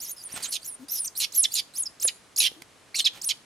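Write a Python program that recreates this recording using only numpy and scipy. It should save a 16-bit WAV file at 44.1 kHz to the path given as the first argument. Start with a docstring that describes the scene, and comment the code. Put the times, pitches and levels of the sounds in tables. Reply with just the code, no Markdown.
"""Outdoors among stone walls, young macaques scream close by in a rapid run of squeals.
A squeal climbs as a reedy tone, flips into a thin whistle that arches and falls, and breaks into a rasp.
Tones are harmonics on drawn pitch curves; rasps mix a sliding noise band with a staggering tone.
Shaped noise makes the scuffle of fur on cloth and the quiet hush; soft low coos are pitch curves too.
The walls answer faintly with decaying noise echoes."""
import sys
import numpy as np
from scipy import signal
from scipy.fft import rfft, irfft, next_fast_len
from scipy.io import wavfile
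from scipy.ndimage import map_coordinates

SR = 44100
rng = np.random.default_rng(int(sys.argv[2]) if len(sys.argv) > 2 else 0)


def digitize_waveform(pressure):
    """Quantize a signal to 16-bit integers and store it at the path in sys.argv[1].

    Rows of a 2-D input are taken as channels; values are limited to [-1, 1].
    """
    field = np.atleast_2d(pressure).T
    bounded = np.clip(field, -1, 1)
    quanta = np.round(bounded * 32767).astype(np.int16)
    wavfile.write(sys.argv[1], SR, quanta)


N = 152145

# outdoor hush spectrum [freq_hz, level_db]
HUSH_SPECTRUM = [(280, -1), (1200, -4.5), (10000, -14.5), (15500, -35)]
# upward flicks as the voice sets in [start_s, level_db before the harmonic mix]
FLICKS = [(1.322, -39), (1.999, -38), (2.362, -30), (3.216, -31)]
# reedy low register, one curve per tone [time_s, pitch_hz, level_db before the harmonic mix]
REEDY_TONES = [
    [(0.003, 4680, -39.5), (0.03, 7300, -32.5), (0.065, 4900, -37), (0.102, 6690, -34),
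     (0.118, 6270, -36.5)],
    [(0.165, 5150, -47), (0.218, 4830, -45.5), (0.24, 6780, -45)],
    [(0.884, 4670, -40.5), (0.92, 6210, -32.5), (0.995, 5110, -29.5)],
    [(1.045, 5800, -32.5), (1.06, 6100, -33)],
    [(2.945, 2150, -37), (2.96, 2850, -31)],
    [(3.008, 4290, -29), (3.034, 4100, -43)],
]
# reedy climbs that open a squeal [start_s, end_s, top_pitch_hz, top_level_db before the harmonic mix]
CLIMBS = [(0.284, 0.325, 6050, -39), (0.609, 0.668, 8140, -35.5), (1.153, 1.177, 5750, -27.5),
          (1.33, 1.363, 7760, -23), (1.506, 1.543, 7060, -25.5), (1.738, 1.782, 7030, -29),
          (2.007, 2.034, 7360, -22), (2.368, 2.387, 6440, -18), (3.225, 3.249, 6540, -26)]
# whistling high register, one curve per tone [time_s, pitch_hz, level_db before the harmonic mix]
WHISTLES = [
    [(0.116, 10060, -29), (0.135, 9130, -37.5)],
    [(0.238, 10200, -35.5), (0.255, 9570, -37.5), (0.28, 8770, -43)],
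    [(0.328, 10070, -37), (0.35, 8050, -42), (0.372, 8400, -42.5)],
    [(0.425, 9500.0, -39), (0.445, 6450, -33), (0.475, 7400, -38.5), (0.515, 11800, -38)],
    [(0.66, 11800, -38.5), (0.69, 11000, -31.5), (0.706, 9500, -36.5), (0.755, 8940, -43.5)],
    [(0.91, 12900, -35), (0.975, 11100, -33.5), (1.025, 8870, -29), (1.062, 9340, -33.5),
     (1.083, 5140, -33.5)],
    [(1.172, 10020, -37), (1.188, 12870, -24), (1.203, 8440, -36)],
    [(1.36, 10760, -36), (1.369, 12860, -23.5), (1.38, 11190, -19), (1.4, 10940, -19.5), (1.427, 9250, -23),
     (1.448, 3750, -19.5), (1.457, 3420, -19)],
    [(1.54, 12190, -29.5), (1.555, 9000, -28.5)],
    [(1.784, 10150, -26), (1.795, 10890, -23.5), (1.822, 10030, -29.5), (1.837, 6660, -29.5)],
    [(1.857, 5570, -27.5), (1.875, 4920, -33.5)],
    [(2.038, 10200.0, -22.5), (2.053, 10750, -18.5), (2.071, 8580, -22.5), (2.082, 6110, -31),
     (2.086, 4104, -20.5), (2.094, 3320, -39)],
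    [(2.385, 9800, -31), (2.392, 11320, -18.5), (2.407, 9850, -31)],
    [(2.957, 5320, -29), (2.97, 7930, -29.5), (2.98, 8600, -30)],
    [(3.044, 4100.0, -32), (3.052, 5500.0, -21), (3.065, 3520, -20.5), (3.077, 3120, -21.5)],
    [(3.25, 8320, -39.5), (3.263, 10600, -28.5), (3.277, 9500, -21.5), (3.293, 7170, -44)],
]
# harmonic mixes of the two registers [multiple_of_pitch, level_db]
REEDY_HARMONICS = [(1, -5), (2, -5)]
WHISTLE_HARMONICS = [(.5, -15), (1, 0), (2, -27)]
# stretches where the strained voice loses its grip on the pitch [start_s, end_s]
STRAINED = [(.48, .685), (.905, .985), (1.065, 1.21), (1.535, 1.56)]
# turbulence in the throat [freq_hz, level_db]
AIR_SPECTRUM = [(1500, -16), (3500, 0.5), (12000, 3.5)]
# fur and cloth rubbing [centre_s, length_s, level_db before the grain]
RUSTLES = [(0.372, 0.022, -39), (0.401, 0.19, -42.5), (2.622, 0.0045, -40), (3.165, 0.062, -46)]
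# spectrum of rubbed cloth [freq_hz, level_db]
CLOTH_SPECTRUM = [(250, 6), (3000, 7.5), (15000, -2.5)]
# soft bumps of hands and bodies [start_s, level_db before doubling and decay, pitch_hz]
BUMPS = [(0.34, -38, 235), (2.052, -31, 553), (2.517, -44, 464), (3.004, -46, 440)]
# the voice turns chaotic [start_s, end_s, middle_pitch_hz, middle_level_db, middle_treble_level_db]
RASPS = [(0.431, 0.464, 4510, -35, -39.5), (0.523, 0.567, 4606, -32, -36.5),
         (1.203, 1.25, 4237, -26.5, -31.5), (1.443, 1.454, 3976, -23.5, -53),
         (1.555, 1.6, 4320, -26.5, -35), (2.082, 2.091, 3796, -27.5, -40), (2.406, 2.475, 3915, -22, -31),
         (2.954, 2.987, 4910, -33.5, -40.5), (2.993, 3.005, 4096, -22, -35.5),
         (3.055, 3.08, 3847, -26, -44), (3.294, 3.316, 4050, -23.5, -38)]
# rasp body before it slides in pitch, and the hiss above it [freq_hz, level_db]
RASP_BODY_SPECTRUM = [(1500, -29.5), (2250, -6.5), (3500, 4), (6200, -2.5), (7800, -10.5), (11000, -34)]
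RASP_TREBLE_SPECTRUM = [(6500, -22.5), (9300, 3), (12500, -5), (15500, -14)]
# the tone inside a rasp [multiple_of_a_third_of_its_pitch, level_db before levelling]
CORE_PARTIALS = [(2, -8), (3, 5), (4, 0), (5, 0)]
# soft calls, one curve per call [time_s, pitch_hz, level_db before the harmonic mix]
COOS = [
    [(.795, 252.5, -50), (.832, 259.3, -42), (.851, 313, -49)],
    [(2.565, 290, -52), (2.62, 365, -56.5)],
]
# stereo balance of the direct sound [freq_hz, left_minus_right_db]
BALANCE = [(500, 2), (2400, -8.5), (10000, -0.5)]

HUSH_DB = -56
FLICK_S, FLICK_FROM_HZ, FLICK_TO_HZ = .007, 4800, 7800
CLIMB_FROM_HZ, CLIMB_SWELL_DB = 3950, 18.5
CLIMB_BEND = 1.4  # above 1, the climb starts slowly and steepens
ATTACK_S, RELEASE_S = .00068, .0017
STRAIN_JITTER = .03  # extra pitch waver under strain, as a fraction
UNDERTONE_FROM_HZ = 10400
BUMP_DECAY_S, BUMP_ATTACK_S = .0024, .00011
RASP_ATTACK_S, RASP_RELEASE_S = .0051, .0053
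RASP_CENTRE_HZ = 4000  # the pitch at which the body spectrum plays unshifted
RASP_FALL = .27  # natural log of the pitch drop over a rasp
RASP_SWELL_DB, RASP_DARKEN_DB = 1.5, 9  # over a rasp the body grows and the treble fades
RASP_PULSING_DB = 1.6
CORE_DB, CORE_RATIO, CORE_JITTER = 0, .9, .05  # level against the body, pitch against it, stagger
PATCHY_DB, EAR_PATCHY_DB = 2.4, 2.2  # colour shifts shared by both sides, and of each side alone
PATCH_HZ, PATCH_S = 520, .03
WALLS_DB, WALLS_T60_S = -19, .33
EARLY_DB, EARLY_DECAY_S = -12, .013
LEFT_LEAD_S = .000008
LOW_CUT_HZ, ROLL_OFF_HZ, TOP_HZ = 67, 14000, 15900


def amp(db):
    """Decibels to amplitude."""
    return 10 ** (np.asarray(db) / 20)


def unit(x):
    """x levelled to an rms of 1."""
    return x / np.sqrt(np.mean(x ** 2) + 1e-20)


def clock():
    """Time of every sample, in seconds."""
    return np.arange(N) / SR


def along(points, hz):
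    """Interpolate (Hz, value) points on a log frequency axis."""
    freqs, values = np.transpose(points)
    return np.interp(np.log(hz + 1), np.log(freqs + 1), values)


def wobble(rate):
    """A smooth random curve, rate knots a second."""
    return map_coordinates(rng.standard_normal(N // 4), [clock() * rate], mode="wrap")


def filtered(x, response):
    """x shaped by a response of frequency."""
    size = next_fast_len(N + SR // 2)
    spectrum = rfft(x, size) * response(np.fft.rfftfreq(size, 1 / SR))
    return irfft(spectrum, size)[..., :N]


def noise(spectrum):
    """Coloured noise of rms 1."""
    return unit(filtered(rng.standard_normal(N), lambda hz: amp(along(spectrum, hz))))


def gate(start, end, attack, release):
    """Full between start and end, with a Gaussian rise before and an exponential decay after."""
    t = clock()
    rise = (np.maximum(start - t, 0) / attack) ** 2
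    decay = np.maximum(t - end, 0) / release
    return np.exp(-rise - decay)


def forest():
    """A quiet, wide outdoor hush: noise partly shared by the two sides."""
    common = noise(HUSH_SPECTRUM)
    sides = np.array([common + .77 * noise(HUSH_SPECTRUM) for _ in range(2)])
    return amp(HUSH_DB) * unit(sides)


def voice(tones, harmonics, jitter, shimmer_db, air_db):
    """Vocal folds follow each pitch curve, unsteadily under strain; air hisses along with the tone."""
    out = np.zeros(N)
    t = clock()
    strain = sum(gate(start, end, RASP_RELEASE_S, RASP_RELEASE_S) for start, end in STRAINED)
    waver = 1 + (jitter + STRAIN_JITTER * strain) * (wobble(2500) + .5 * wobble(250))
    flutter = amp(shimmer_db * unit(wobble(220) + .5 * wobble(2000)))
    air = amp(air_db) * noise(AIR_SPECTRUM)
    for curve in tones:
        times, hz, db = np.transpose(curve)
        near = (t > times[0] - .01) & (t < times[-1] + .03)
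        pitch = np.interp(t[near], times, hz) * waver[near]
        phase = 2 * np.pi * np.cumsum(pitch) / SR
        # only the highest notes grow an undertone
        undertone = np.clip(10 * (pitch / UNDERTONE_FROM_HZ - 1), 0, 1)
        tone = 0
        for k, level in harmonics:
            presence = undertone if k < 1 else k * pitch < SR / 2
            tone = tone + np.sqrt(2) * amp(level) * np.sin(k * phase) * presence
        envelope = amp(np.interp(t[near], times, db))
        envelope = envelope * gate(times[0], times[-1], ATTACK_S, RELEASE_S)[near]
        out[near] += envelope * (tone * flutter[near] + air[near])
    return out


def squeals():
    """The pitched parts of the screams: flicks, reedy tones and climbs, whistles."""
    flicks = [[(s, FLICK_FROM_HZ, db), (s + FLICK_S, FLICK_TO_HZ, db)] for s, db in FLICKS]
    climbs = []
    u = np.linspace(0, 1, 10)
    for start, end, top_hz, top_db in CLIMBS:
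        times = start + (end - start) * u
        pitch = CLIMB_FROM_HZ * (top_hz / CLIMB_FROM_HZ) ** (u ** CLIMB_BEND)
        level = top_db - CLIMB_SWELL_DB * (1 - u)
        climbs.append(np.transpose([times, pitch, level]))
    out = voice(flicks, [(1, 0), (2, -10)], jitter=.01, shimmer_db=1, air_db=-14)
    out += voice(list(REEDY_TONES) + climbs, REEDY_HARMONICS, jitter=.024, shimmer_db=3, air_db=-7)
    out += voice(WHISTLES, WHISTLE_HARMONICS, jitter=.012, shimmer_db=2.2, air_db=-19)
    return out


def shifting(x):
    """The colour of the screams shifts in narrow bands, partly alike and partly different on the two sides."""
    hz, t, bins = signal.stft(x, SR, nperseg=256)
    grid = np.meshgrid(hz / PATCH_HZ, t / PATCH_S, indexing="ij")
    shared, left, right = [map_coordinates(rng.standard_normal(bins.shape), grid) for _ in range(3)]
    gain = amp(PATCHY_DB * shared + EAR_PATCHY_DB * np.array([left, right]))
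    return signal.istft(bins * unit(gain), SR, nperseg=256)[1][:, :N]


def walls(x):
    """Quick scatter from ground and bodies, then a faint tail from stones and trees."""
    t = np.arange(SR) / SR
    tail, early = rng.standard_normal((2, 2, SR))
    tail = tail * amp(-60 * t / WALLS_T60_S)
    early = early * np.exp(-t / EARLY_DECAY_S)
    answer = amp(WALLS_DB) * tail / np.linalg.norm(tail[0])
    answer = answer + amp(EARLY_DB) * early / np.linalg.norm(early[0])
    return signal.fftconvolve(x[None], answer, axes=1)[:, :N]


def scuffle():
    """Grainy noise swells of fur rubbing cloth, and dull bumps of decaying sine and noise."""
    t = clock()
    rub = sum(amp(db) * np.exp(-(2 * (t - s) / length) ** 2) for s, length, db in RUSTLES)
    grain = amp(2.44 * wobble(400))
    out = rub * unit(noise(CLOTH_SPECTRUM) * grain)
    for s, db, hz in BUMPS:
        age = np.maximum(t - s, 0)
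        envelope = 2 * np.exp(-age / BUMP_DECAY_S) * (1 - np.exp(-age / BUMP_ATTACK_S))
        thud = np.sin(2 * np.pi * hz * age) + .43 * noise(CLOTH_SPECTRUM)
        out += amp(db) * envelope * thud
    return out


def rasps():
    """Chaotic vibration: a staggering tone split into thirds, in a sinking noise band under fading hiss."""
    t, out = clock(), np.zeros(N)
    band, treble = noise(RASP_BODY_SPECTRUM), noise(RASP_TREBLE_SPECTRUM)
    stagger = np.exp(CORE_JITTER * wobble(900))
    for start, end, hz, db, treble_db in RASPS:
        near = (t > start - .02) & (t < end + .08)
        # runs from +.5 at the start of the rasp to -.5 at its end
        early = .5 - np.clip((t[near] - start) / (end - start), 0, 1)
        pitch = hz * np.exp(RASP_FALL * early)
        # reading the noise faster or slower slides the whole band in pitch
        body = map_coordinates(band, [start * SR + np.cumsum(pitch / RASP_CENTRE_HZ)], mode="wrap")
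        third_phase = 2 * np.pi * np.cumsum(CORE_RATIO * pitch * stagger[near]) / SR / 3
        core = unit(sum(amp(level) * np.sin(k * third_phase + rng.uniform(-np.pi, np.pi))
                        for k, level in CORE_PARTIALS))
        growl = amp(db - RASP_SWELL_DB * early) * unit(body + amp(CORE_DB) * core)
        hiss = amp(treble_db + RASP_DARKEN_DB * early) * treble[near]
        out[near] += gate(start, end, RASP_ATTACK_S, RASP_RELEASE_S)[near] * (growl + hiss)
    return out * amp(RASP_PULSING_DB * wobble(450))


def coo():
    """Soft, low, rising calls: a nearly pure voice with little breath."""
    return voice(COOS, [(1, -2), (2, -22)], jitter=.0049, shimmer_db=.5, air_db=-15)


def scene():
    """Animals close by, all sharing one stereo balance and a slight lead on the left, with echoes and hush."""
    close = shifting(squeals() + rasps()) + coo() + scuffle()
    side = np.array([[.5], [-.5]])  # each side takes half of the left-right difference

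    def placement(hz):
        lead = np.exp(2j * np.pi * hz * LEFT_LEAD_S * side)
        return amp(along(BALANCE, hz) * side) * lead

    return filtered(close, placement) + walls(close.mean(axis=0)) + forest()


def record(dry):
    """Thin the deep bass, dull the very top and keep nothing from the band limit up."""
    def response(hz):
        bass = hz ** 2 / np.hypot(hz ** 2, LOW_CUT_HZ ** 2)
        top = 1 / np.hypot(1, (hz / ROLL_OFF_HZ) ** 10)
        return (hz < TOP_HZ) * bass * top

    return filtered(dry, response)


dry = scene()
out = record(dry)
digitize_waveform(out)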